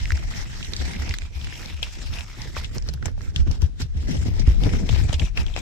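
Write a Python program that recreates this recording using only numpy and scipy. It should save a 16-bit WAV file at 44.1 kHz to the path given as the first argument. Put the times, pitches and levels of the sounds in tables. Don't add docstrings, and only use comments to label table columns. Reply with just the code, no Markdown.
import sys
import numpy as np
from scipy import signal
from scipy.io import wavfile

SR = 44100
rng = np.random.default_rng(int(sys.argv[2]) if len(sys.argv) > 2 else 0)


def materialize(psi):
    bounded = np.clip(np.atleast_2d(psi).T, -1, 1)
    quanta = np.round(bounded * 32767).astype(np.int16)
    wavfile.write(sys.argv[1], SR, quanta)


def magnitude_from_level(level_db):
    exponent = np.asarray(level_db, float) / 20
    return 10 ** exponent


N = 247386


def in_time(rows):
    s, *columns = np.transpose(rows)
    return [np.interp(np.arange(N) / SR, s, c) for c in columns]


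def rms_one(x):
    return x / np.sqrt(np.mean(x ** 2) + 1e-20)


def drift(rate):
    pole = np.exp(-80 * np.pi * rate / SR)
    noise = rng.standard_normal(N // 40 + 2002)
    slow = signal.lfilter([1], [1, -2 * pole, pole * pole], noise)[2000:]
    return np.interp(np.arange(N) / 40, np.arange(len(slow)), rms_one(slow))


def band(x, low_hz, high_hz):
    return signal.sosfilt(signal.butter(2, [low_hz, high_hz], "band", fs=SR, output="sos"), x)


def below(x, cut_hz):
    return signal.sosfilt(signal.butter(2, min(cut_hz, .45 * SR), fs=SR, output="sos"), x)


def grains(per_s, spread_db, smooth):
    born = rng.random((4, N)) < per_s * magnitude_from_level(6 * drift(25)) / SR
    sizes = magnitude_from_level(spread_db * np.minimum(rng.exponential(1, (4, N)), 3.2))
    sizes = sizes * rng.choice([-1, 1], (4, N))
    return rms_one(born * sizes) + smooth * rng.standard_normal((4, N))


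def coloured(streams, spectrum, patchy_db, patch_rate, slope_db=0):
    hz, level_db = np.transpose(spectrum)
    edges = hz[0] * 2 ** np.arange(0, np.log2(hz[-1] / hz[0]) + .01, 1 / 3)
    parts = []
    for k, (low, high) in enumerate(zip(edges, edges[1:])):
        centre = np.sqrt(low * high)
        gain_db = np.interp(np.log(centre), np.log(hz), level_db) + patchy_db * drift(patch_rate)
        octaves = min(np.log2(centre / 3000), 1)
        parts.append((magnitude_from_level(gain_db) * band(streams[k % 2::2], low, high), octaves))
    scale = np.sqrt(np.mean(sum(part for part, _ in parts) ** 2))
    return sum(part * magnitude_from_level(slope_db * octaves) for part, octaves in parts) / scale


def placed(pair):
    # start_s, side_over_front_db, lean_left (-1..1)
    hands = [(0.1, 1, 0.17), (0.5, 0, -0.048), (0.9, 1, -0.13), (1.3, -1, -0.26), (1.7, -2.5, 0.011),
             (2.1, -1, 0.24), (2.5, -2.5, -0.12), (2.9, 1, -0.19), (3.3, 0.5, -0.33), (3.7, 1.5, 0.29),
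             (4.1, 3, 0.25), (4.5, 1, 0.49), (4.9, 1, 0.46), (5.3, -0.5, 0.67)]
    side_db, lean = in_time(hands)
    lean = np.clip(lean, -.95, .95)
    side = lean * pair[0] + np.sqrt(1 - lean ** 2) * pair[1]
    return np.array([pair[0], magnitude_from_level(side_db) * side])


def add(out, x, s):
    start = round(s * SR)
    x = x[:, max(-start, 0):N - start]
    out[:, max(start, 0):max(start, 0) + x.shape[1]] += x


def popped(rows, decay_s, rise_s, gain_db):
    out, t = np.zeros((2, N)), np.arange(round(.06 * SR)) / SR
    envelope = np.minimum(t / rise_s, 1) * np.exp(-t / decay_s)
    bursts = rng.standard_normal((len(rows), len(t)))
    for (s, peak_db, low_hz, high_hz, pan_db), burst in zip(rows, bursts):
        x = below(band(burst * envelope, low_hz, high_hz), 1.34 * high_hz + 500)
        side = np.tanh(pan_db * np.log(10) / 40)
        add(out, magnitude_from_level(peak_db + gain_db) * x / abs(x).max() * [[1], [side]], s)
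    return out


def room_noise():
    return magnitude_from_level(-64.5) * rms_one(band(rng.standard_normal((2, N)), 60, 5100))


def fingers():
    # start_s, friction_db, air_flutter_db
    contact = [(0, -44, -41), (.3, -46, -46.5), (.62, -43, -42.5), (.8, -41.5, -39.5), (1.16, -51, -43.5),
               (1.3, -61, -52.5), (1.35, -44.5, -48), (1.9, -44.5, -49.5), (2.35, -46, -46.5),
               (2.5, -45, -41.5), (2.81, -54.5, -46), (3.32, -77, -51), (3.45, -60, -40), (3.74, -82, -50),
               (3.92, -65, -48.5), (3.975, -51, -39.5), (5.05, -44.5, -31.5), (5.3, -76, -78)]
    # start_s, hold_s, friction_db, air_flutter_db
    rubs = [(0, 0.073, -44, -61), (.13, 0.12, -44.5, -43), (.32, 0.1, -39, -43.5), (.81, 0.27, -39.5, -38),
            (1.09, 0.016, -39.5, -38.5), (1.215, 0.04, -44.5, -54), (1.43, 0.25, -42.5, -41.5),
            (1.826, 0.02, -38, -44), (1.99, 0.047, -46, -41.5), (2.13, 0.064, -38.5, -41.5),
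            (2.39, 0.029, -41.5, -67), (2.565, 0.031, -36, -46)]
    flicks = [(2.748, 0.017, -42.5, -35.5), (2.87, 0.024, -47.5, -38), (2.938, 0.0058, -48.5, -40),
              (3.026, 0.0069, -53, -32.5), (3.057, 0.016, -41.5, -31.5), (3.18, 0.11, -51.5, -45),
              (3.361, 0.045, -44, -44), (3.476, 0.0034, -43, -33.5), (3.512, 0.043, -46.5, -35),
              (3.618, 0.034, -45.5, -35), (3.803, 0.018, -40.5, -38.5)]
    brushes = [
        (4.085, 0.04, -41, -31.5),
        (4.135, 0.039, -41.5, -30.5),
        (4.216, 0.017, -42.5, -33),
        (4.265, 0.016, -39, -30),
    ]
    taps = [(4.392, 0.024, -44.5, -32.5), (4.478, 0.03, -38.5, -35), (4.63, 0.052, -36, -26.5),
            (4.73, 0.037, -36, -24), (4.888, 0.12, -37.5, -36), (5.092, 0.0035, -37, -45),
            (5.128, 0.0071, -34.5, -32), (5.196, 0.051, -36.5, -33), (5.37, 0.041, -36, -31),
            (5.465, 0.068, -47, -44.5), (5.562, 0.027, -40, -40), (5.585, 0.0098, -43, -36)]
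    # strokes, attack_db_per_s, release_db_per_s, bright_db_per_octave
    gestures = [(rubs, 550, 234, 1), (flicks, 790, 430, 2.6),
                (brushes, 600, 490, 3.1), (taps, 760, 340, 0.76)]
    rest_bright_db_per_octave, air_slack = 3, 0.84
    t, (rest_db, calm_db) = np.arange(N) / SR, in_time(contact)
    friction, air = magnitude_from_level(2 * rest_db), magnitude_from_level(2 * calm_db)
    bright = rest_bright_db_per_octave * friction
    for strokes, attack, release, bright_db in gestures:
        for s, hold, friction_db, air_db in strokes:
            before_db = attack * np.maximum(s - t, 0)
            after_db = release * np.maximum(t - s - hold, 0)
            under = magnitude_from_level(-2 * (before_db + after_db))
            stroke = magnitude_from_level(2 * friction_db) * under
            friction = friction + stroke
            bright = bright + bright_db * stroke
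            air = air + magnitude_from_level(2 * air_db) * under ** air_slack
    return 10 * np.log10(friction), bright / friction, 10 * np.log10(air)


def stirred_air(flutter_db):
    # start_s, level_db
    swell_levels = [(0, -22), (.22, -32.5), (.69, -35), (.93, -40), (1.1, -30.5), (1.55, -36),
                    (1.91, -34.5), (2.2, -33.5), (2.35, -37.5), (2.8, -30.5), (2.95, -30.5), (3.27, -30.5),
                    (3.63, -26), (3.73, -32.5), (4.16, -26), (4.47, -21.5), (5.61, -27.5)]
    # pitch_hz, level_db (per Hz)
    flutter_spectrum = [(100, 5), (140, -1), (250, -8), (400, -14.5), (1200, -37)]
    swell_db, = in_time(swell_levels)
    swell = rms_one(band(band(rng.standard_normal((2, N)), 26.3, 47.2), 17.4, 52.3))
    swell = swell * magnitude_from_level(2.4 * drift(6.1))
    swing = magnitude_from_level(-5) * rms_one(band(rng.standard_normal((2, N)), 58.3, 91.8))
    gusts = grains(150, spread_db=4, smooth=.6)
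    flutter = coloured(gusts, flutter_spectrum, patchy_db=1.5, patch_rate=14)
    flutter = magnitude_from_level(flutter_db - 1 + 2.24 * drift(32)) * flutter
    return placed(magnitude_from_level(swell_db - 2.5) * (swell + swing) + flutter)


def puffs():
    # peak_s, peak_db, length_ms, direction_rad
    rub_puffs = [(.04, -20, 38, -1.1), (.132, -12, 28, 0.36), (.194, -29, 70, -0.9), (.256, -21, 16, 0.6),
                 (.383, -21, 15, 1), (.533, -25.5, 5, 1), (.689, -26, 44, -0.8), (.741, -24.5, 9.3, 0.2),
                 (.807, -20, 47, 0.3), (.852, -22.5, 46, 1), (1.003, -20.5, 52, -0.07),
                 (1.105, -18, 23, -0.3), (1.235, -25.5, 40, 0.2), (1.37, -22.5, 45, 0.4),
                 (1.452, -24.5, 47, 1.3), (1.742, -24, 33, 0.9), (1.815, -30.5, 97, -0.67),
                 (2.062, -27, 57, 1), (2.103, -20, 17.8, -0.8), (2.193, -26, 30, -0.6),
                 (2.413, -26.5, 29, -0.9), (2.481, -30, 46, -0.9), (2.587, -24.5, 36, 0.2),
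                 (2.653, -22, 9.8, -1)]
    flick_puffs = [(2.777, -27.5, 39, 1.5), (2.892, -26, 43, -3.5), (2.944, -27.5, 42, 0.5),
                   (3.069, -14.5, 12.6, -0.6), (3.179, -24, 7.7, -1.9), (3.288, -17, 22, 1.5),
                   (3.369, -19.5, 15, 0.7), (3.406, -8.5, 40.7, 2), (3.493, -12.5, 30, 4),
                   (3.635, -6, 22.8, 0.7), (3.824, -17.5, 12, 3.5)]
    tap_puffs = [(3.979, -18, 43, 0), (4.192, -14.5, 21, 0.34), (4.288, -14, 11, -0.3),
                 (4.406, -27, 13.5, 4), (4.482, 1, 13.6, 3), (4.573, -30, 11.6, 4), (4.661, -15, 15, 0.4),
                 (4.737, -15.5, 21.6, 3), (4.799, -25, 59, -0.5), (4.934, -7.5, 17.7, 1),
                 (4.988, -14, 81, 1), (5.051, -14, 14.4, -0.9), (5.097, -12, 7, 5.5), (5.153, -15, 27.4, 3),
                 (5.223, -11.5, 15, 3.1), (5.393, -14, 36.5, -0.9), (5.48, -48, 42, 2),
                 (5.542, -27, 20, -1.7)]
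    capsule_hz, quick_puff_hz_ms, spread_hz = 67, 135, 1.3
    blown = rub_puffs + flick_puffs + tap_puffs
    out, phases = np.zeros((2, N)), rng.uniform(0, 2 * np.pi, (len(blown), 3))
    for (s, peak_db, ms, angle), (phase, other, chance) in zip(blown, phases):
        hz = capsule_hz + quick_puff_hz_ms / ms + spread_hz * np.sin(chance)
        rise_s = ms * 0.000374
        t = np.arange(round(7 * rise_s * SR)) / SR
        swell = (t / rise_s * np.exp(1 - t / rise_s)) ** 0.79
        main = np.sin(2 * np.pi * hz * t + phase)
        across = 0.19 * np.sin(2 * np.pi * 1.196 * hz * t + other)
        front = np.cos(angle) * main - np.sin(angle) * across
        side = np.sin(angle) * main + np.cos(angle) * across
        add(out, magnitude_from_level(peak_db + 1) * swell * np.array([front, side]), s - rise_s)
    return out


def shoves():
    # start_s, peak_db, left_over_right_db
    shove_rows = [
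        (4.485, -8, 3),
        (5.215, -15.5, -5),
    ]
    rows = [(s, db, 35, 65, pan) for s, db, pan in shove_rows]
    return popped(rows, decay_s=0.01, rise_s=0.006, gain_db=1.5)


def thuds():
    # start_s, peak_db, ring_hz, left_over_right_db
    thud_rows = [(2.88, -23.5, 142, -7), (2.936, -25, 115, -4), (3.056, -24, 107, -8),
                 (3.173, -30.5, 110, -1.0), (3.279, -33, 110, 13), (3.359, -22, 109.7, -13),
                 (3.472, -14.5, 112, 11), (3.622, -15, 110, 5), (3.799, -15, 114, -12),
                 (3.944, -24, 110, -3), (4.087, -23, 109, 9.0), (4.088, -15, 175.7, 19),
                 (4.133, -19.5, 130, 3), (4.213, -18.5, 107, 9), (4.273, -23, 111, 0),
                 (4.397, -16.5, 132, 16), (4.477, -14, 114, 2), (4.575, -22.5, 144, -3),
                 (4.633, -12.5, 110, 17), (4.727, -35.5, 110, 5.5), (4.73, -16.5, 137, -8),
                 (4.811, -16.5, 162, 7.5), (4.887, -13.5, 109, 14), (5.02, -17, 113, 9),
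                 (5.204, -19.5, 155, 3), (5.384, -21.5, 116, -17)]
    rows = [(s, db, hz / 1.28, hz * 1.27, pan) for s, db, hz, pan in thud_rows]
    return popped(rows, decay_s=0.019, rise_s=0.0022, gain_db=-3.5)


def knocks():
    # start_s, peak_db
    landings = [(1.827, -30), (3.026, -49), (3.178, -37.5), (3.361, -43), (4.661, -26.5), (4.961, -29.5),
                (5.235, -33), (2.566, -27.5), (2.89, -33), (3.057, -26.5), (3.082, -30.5), (3.511, -30.5),
                (4.394, -29), (4.736, -42), (4.893, -21.5), (5.095, -26), (5.129, -22), (5.374, -28),
                (5.563, -22.5), (5.577, -24)]
    out, t = np.zeros((2, N)), np.arange(round(.04 * SR)) / SR
    bursts = rng.standard_normal((len(landings), 2, len(t)))
    for (s, peak_db), burst in zip(landings, bursts):
        burst[:, 0] = 4.4
        x = band(burst * np.exp(-t / 0.0029), 293, 840)
        add(out, magnitude_from_level(peak_db) * x / abs(x[0]).max() * [[1], [.6]], s)
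    return out


def scuffs():
    # start_s, peak_db, ring_hz, left_over_right_db
    scuff_rows = [(0.12, -26, 5400, -7), (0.169, -27.5, 5540, -2.5), (1.094, -37, 3580, 0),
                  (1.138, -32, 13800, 10), (1.821, -35, 7300, 1), (1.830, -13.5, 3030, 4),
                  (2.571, -23.5, 2670, 2), (5.127, -20, 3270, 14), (5.128, -23, 7200, 16),
                  (5.216, -21.5, 2230, 6), (5.538, -28.5, 3520, 21), (5.589, -27.5, 6640, -13)]
    rows = [(s, db, hz / 1.175, min(hz * 1.093, 15500), pan) for s, db, hz, pan in scuff_rows]
    return popped(rows, decay_s=0.0028, rise_s=0.0019, gain_db=-3.5)


def cracks():
    # start_s, peak_db, left_over_right_db
    crack_rows = [(0.1186, -29, 0), (0.7642, -32, -1.0), (1.138, -40, 8), (1.1847, -49, -8.5),
                  (1.8228, -40, 0.5), (1.829, -24, 1.0), (2.6369, -33, -4), (2.7477, -29, 7),
                  (2.8734, -37, 0.0), (2.8883, -35, -1), (2.937, -26.5, -7), (3.058, -27, 5.0),
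                  (3.0804, -38, 5.0), (3.3596, -35, 4.5), (3.5114, -36, 0.0), (3.617, -30, 15),
                  (3.8048, -34, -2.5), (3.8172, -27, 1.5), (4.6339, -44, 5.0), (4.9789, -39, 5.5),
                  (5.1272, -40, 8.0), (5.3717, -32, -3)]
    rows = [(s, db, 8300, 15000, pan) for s, db, pan in crack_rows]
    return popped(rows, decay_s=0.0029, rise_s=0.00056, gain_db=-10)


def ticks():
    # start_s, peak_db, ring_hz, left_over_right_db
    crease_ticks = [(0.0262, -26, 5600, 2), (0.3207, -39, 4180, 12), (0.3373, -25, 2150, -4),
                    (0.3994, -29, 2050, 2), (0.427, -37, 2010, 3), (0.4605, -28.5, 2170, 2),
                    (0.5514, -29, 2020, -6), (0.6714, -29, 2170, -15.5), (0.9086, -24, 1880, 4),
                    (0.935, -23, 2000, 1), (0.95, -25, 2040, -0.5), (0.9634, -26, 2150, -2.0),
                    (1.0196, -23.5, 1750, 0.5), (1.0768, -40, 2260, -8), (0.014, -34, 5500, 0),
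                    (1.1393, -15, 1830, 5), (1.25, -39, 2350, 8), (1.413, -28, 3270, 54),
                    (1.4701, -23.5, 2120, 1), (1.5247, -24, 1990, 21), (1.555, -25.5, 2910, 8),
                    (1.6302, -25, 2020, 0), (1.7254, -29, 2380, 11), (1.7744, -28, 2500, 2.5),
                    (2.136, -25, 3620, 15), (2.169, -26, 2480, 8), (2.1856, -18, 2630, 6),
                    (2.4715, -31, 1870, -1.0), (2.549, -28, 1900, 12),
                    (2.7477, -31, 5600, 1.0), (2.7734, -29, 5390, -3.5), (2.8419, -41, 5200, -5.0),
                 (2.9746, -38, 1580, -5.0), (3.0674, -30, 1750, 4.0), (3.1762, -41, 1590, -7.0),
                 (3.26, -37, 1840, 2.0), (3.276, -39, 1470, -6.0), (3.3194, -43, 1730, -4.5),
                 (3.3954, -37, 2100, -0.5), (4.0701, -36, 2100, -0.5), (4.1021, -30, 1550, 1.0),
                 (4.1744, -28, 3150, 4.5), (4.2183, -33, 5270, 3.5), (4.4824, -31, 1320, 4.5),
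                 (4.6594, -28, 2090, 1.0), (4.7504, -30, 2180, 5.0), (4.7714, -32, 3290, 1.5),
                 (4.8344, -36, 1540, 3.0), (4.9596, -27, 2090, 7.0), (4.9754, -24, 3210, 9.0),
                 (5.0115, -27, 2170, 7.0), (5.0544, -31, 2110, 6.0), (5.0928, -25, 3280, 11.5),
                 (5.2314, -26, 3470, 8.0), (5.2654, -26, 3350, 8.5), (5.3742, -18, 2070, -2.0),
                 (5.4314, -29, 5970, 4.5), (5.4819, -27, 2690, 14.0), (5.5914, -28, 5490, -1.0)]
    width = 1.17
    rows = [(s, db, hz / width, hz * width, pan) for s, db, hz, pan in crease_ticks]
    return popped(rows, decay_s=0.0012, rise_s=0.000088, gain_db=-5.5)


def snaps(flutter_db):
    # start_s, peak_db, ring_hz, length_ms, direction_rad
    rub_snaps = [(.0555, -20, 2290, 0.39, -0.26), (.1052, -14, 1700, 0.28, -0.81),
                 (.12, -16.5, 2210, 1, -0.31), (.175, -22.5, 1800, 0.79, -0.86),
                 (.628, -20, 2900, 1.7, -1.43), (.647, -22, 3230, .9, -1.4),
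                 (.735, -13.5, 3920, 1.3, -1.14), (.765, -16, 4660, 1.4, -1.48),
                 (1.0925, -17, 4800, 1.7, -1.03), (1.1097, -20.5, 2360, 0.82, -0.19),
                 (1.139, -19.5, 3800, 3.1, 0.18), (1.1857, -16.5, 6850, 0.59, -1.08),
                 (1.22, -24, 1970, 0.34, -1.27), (1.445, -21.5, 2710, 1.2, 0.73),
                 (1.659, -23, 4070, 1, 0.82), (1.829, -11, 3050, 1, 0.68), (2.208, -20.5, 2650, 0.8, -0.29),
                 (2.418, -21, 4850, 0.91, 0.9), (2.566, -19, 1280, 0.91, -0.56),
                 (2.637, -33, 2200, 2, -0.033), (2.645, -20, 3000, 3.2, 0.94)]
    flick_snaps = [(2.782, -21.5, 5040, 0.82, -0.74), (2.824, -28, 5074, .8, -0.89),
                   (2.888, -18, 4600, 3.1, 0.75), (2.938, -25.5, 4560, 0.49, 0.43),
                   (3.026, -27.5, 1583, 1.8, -0.77), (3.057, -17, 5900, 2.3, 0.52),
                   (3.081, -30.5, 1810, 5.5, 0.98), (3.208, -33, 1660, 2.1, -0.71),
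                   (3.217, -31.5, 4670, 0.63, -0.94), (3.361, -13.5, 3300, 1.8, 0.9),
                   (3.342, -45, 5000, 0.36, 0), (3.513, -22, 5100, 1.6, -1.17),
                   (3.545, -39, 3500, .6, 0.0094), (3.619, -20, 5100, 1.2, 0.88),
                   (3.643, -36, 3040, 2.6, 0.065), (3.806, -27, 5700, 1, -0.22),
                   (3.818, -19.5, 4850, 4.4, -1.2)]
    tap_snaps = [(4.149, -35, 2027, 1.56, -2), (4.267, -26.5, 3090, 1.4, 4), (4.396, -18.5, 4860, 5.2, 5),
                 (4.636, -18, 3400, 1.7, 0.4), (4.692, -25.5, 2520, 2.7, 3), (4.736, -23, 1350, 1.2, -0.06),
                 (4.891, -18.5, 3100, 4, 0), (5.094, -37, 3184, 2.5, 2.5), (5.132, -19, 3120, 1.3, -0.5),
                 (5.141, -18, 3050, 2.8, 3), (5.196, -17, 2920, 1.8, 0), (5.374, -14, 2550, 2.4, 1.5),
                 (5.465, -24.5, 3140, 1.2, 0.1), (5.5636, -17, 2600, 0.6, 0.4),
                 (5.575, -20, 2650, 0.22, -1.5)]
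    folds = rub_snaps + flick_snaps + tap_snaps
    out, t = np.zeros((2, N)), np.arange(round(.05 * SR)) / SR
    bursts = rng.standard_normal((len(folds), 2, len(t)))
    for (s, peak_db, ring_hz, ms, angle), burst in zip(folds, bursts):
        knock_db = -5 + 0.83 * (flutter_db[round(s * SR)] - peak_db)
        decay_s = max(ms, .3) * 0.002
        burst = burst * np.minimum(t / 0.0001, 1) * np.exp(-t / decay_s)
        burst[:, 8] += 3 * abs(burst).max()
        ringing = band(burst, ring_hz / 1.24, ring_hz * 1.207)
        wide = band(burst, 1240, 5660)
        top = band(burst, 8300, 10000)
        knock = band(burst, 274, 790)
        body = ringing / abs(ringing).max() + wide / abs(wide).max()
        body = below(body, min(2.7 * ring_hz, 8000))
        top_gain = magnitude_from_level(-34) * (ring_hz / 4500) ** 0.94 * ms ** 0.67
        x = body / abs(body).max() + top_gain * top / abs(top).max()
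        x = x + magnitude_from_level(knock_db) * knock / abs(knock).max()
        turn = np.array([[np.cos(angle), -.3 * np.sin(angle)],
                         [np.sin(angle), 0.78 * np.cos(angle)]])
        add(out, magnitude_from_level(peak_db + 1) * turn @ x, s)
    return out


def cupped(slips, centre_hz, width_hz):
    turns = np.exp(2j * np.pi * np.cumsum(centre_hz * magnitude_from_level(0.3 * drift(11))) / SR)
    slow = signal.sosfilt(signal.butter(2, width_hz, fs=SR, output="sos"), slips)
    return rms_one(np.real((slow[:2] + 1j * slow[2:]) * turns))


def crackle(per_s, spread_db, cycles):
    born = rng.random((2, N)) < per_s * magnitude_from_level(5 * drift(30)) / SR
    sizes = magnitude_from_level(spread_db * np.minimum(rng.exponential(1, (2, N)), 3))
    sizes = sizes * rng.choice([-1, 1], (2, N))
    dealt, out = rng.integers(0, 10, N), 0
    for k, hz in enumerate(np.geomspace(1300, 7000, 10)):
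        r, w = magnitude_from_level(-60 * hz / (cycles * SR)), 2 * np.pi * hz / SR
        clicks = born * sizes * (dealt == k) + 1e-18
        out = out + signal.lfilter([np.sin(w)], [1, -2 * r * np.cos(w), r * r], clicks)
    return rms_one(out)


def rubbing(friction_db, slope_db):
    # pitch_hz, level_db (per Hz)
    film_spectrum = [(500, -12.5), (800, 0), (1150, -13), (1800, -6), (2600, -8), (3100, -7), (4200, -10.5),
                     (7400, -15), (8300, -27.5), (10000, -27), (14500, -31.5), (16100, -28)]
    # start_s, pitch_hz
    hollow_pitch = [(0, 2039), (.82, 1897), (1.1, 2218), (1.75, 2470), (2.18, 2690), (2.35, 1906),
                    (2.6, 1978), (3.1, 1486), (3.75, 1575), (4.1, 1869), (4.7, 2129), (5.25, 2468),
                    (5.61, 2405)]
    slips = grains(1200, spread_db=3.2, smooth=1.2)
    film = coloured(slips, film_spectrum, patchy_db=3, patch_rate=10, slope_db=slope_db)
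    hollow_gain = magnitude_from_level(-6 - slope_db / 2 + 2 * drift(8))
    hollow = hollow_gain * cupped(slips, in_time(hollow_pitch)[0], 210)
    gap = magnitude_from_level(-11.5 + slope_db + 2 * drift(48)) * cupped(slips[::-1], 5350, 290)
    creases = magnitude_from_level(-6) * below(crackle(300, spread_db=4, cycles=9), 7000)
    level = magnitude_from_level(friction_db - 4 + 1.67 * drift(39.6))
    return placed(level * (film + hollow + gap + creases))


def scene():
    friction_db, slope_db, flutter_db = fingers()
    mix = room_noise() + stirred_air(flutter_db) + puffs() + shoves() + thuds()
    mix = mix + knocks() + scuffs() + cracks() + ticks()
    front, side = mix + snaps(flutter_db) + rubbing(friction_db, slope_db)
    return np.array([front + side, front - side])


def band_limit(x):
    return signal.sosfilt(signal.butter(12, 16440, fs=SR, output="sos"), x)


def record(dry):
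    rounded = .75 * np.tanh(dry / .75)
    cut = signal.sosfilt(signal.cheby1(8, 1, 15100, fs=SR, output="sos"), rounded)
    return band_limit(cut)


dry = scene()
out = record(dry)
materialize(out)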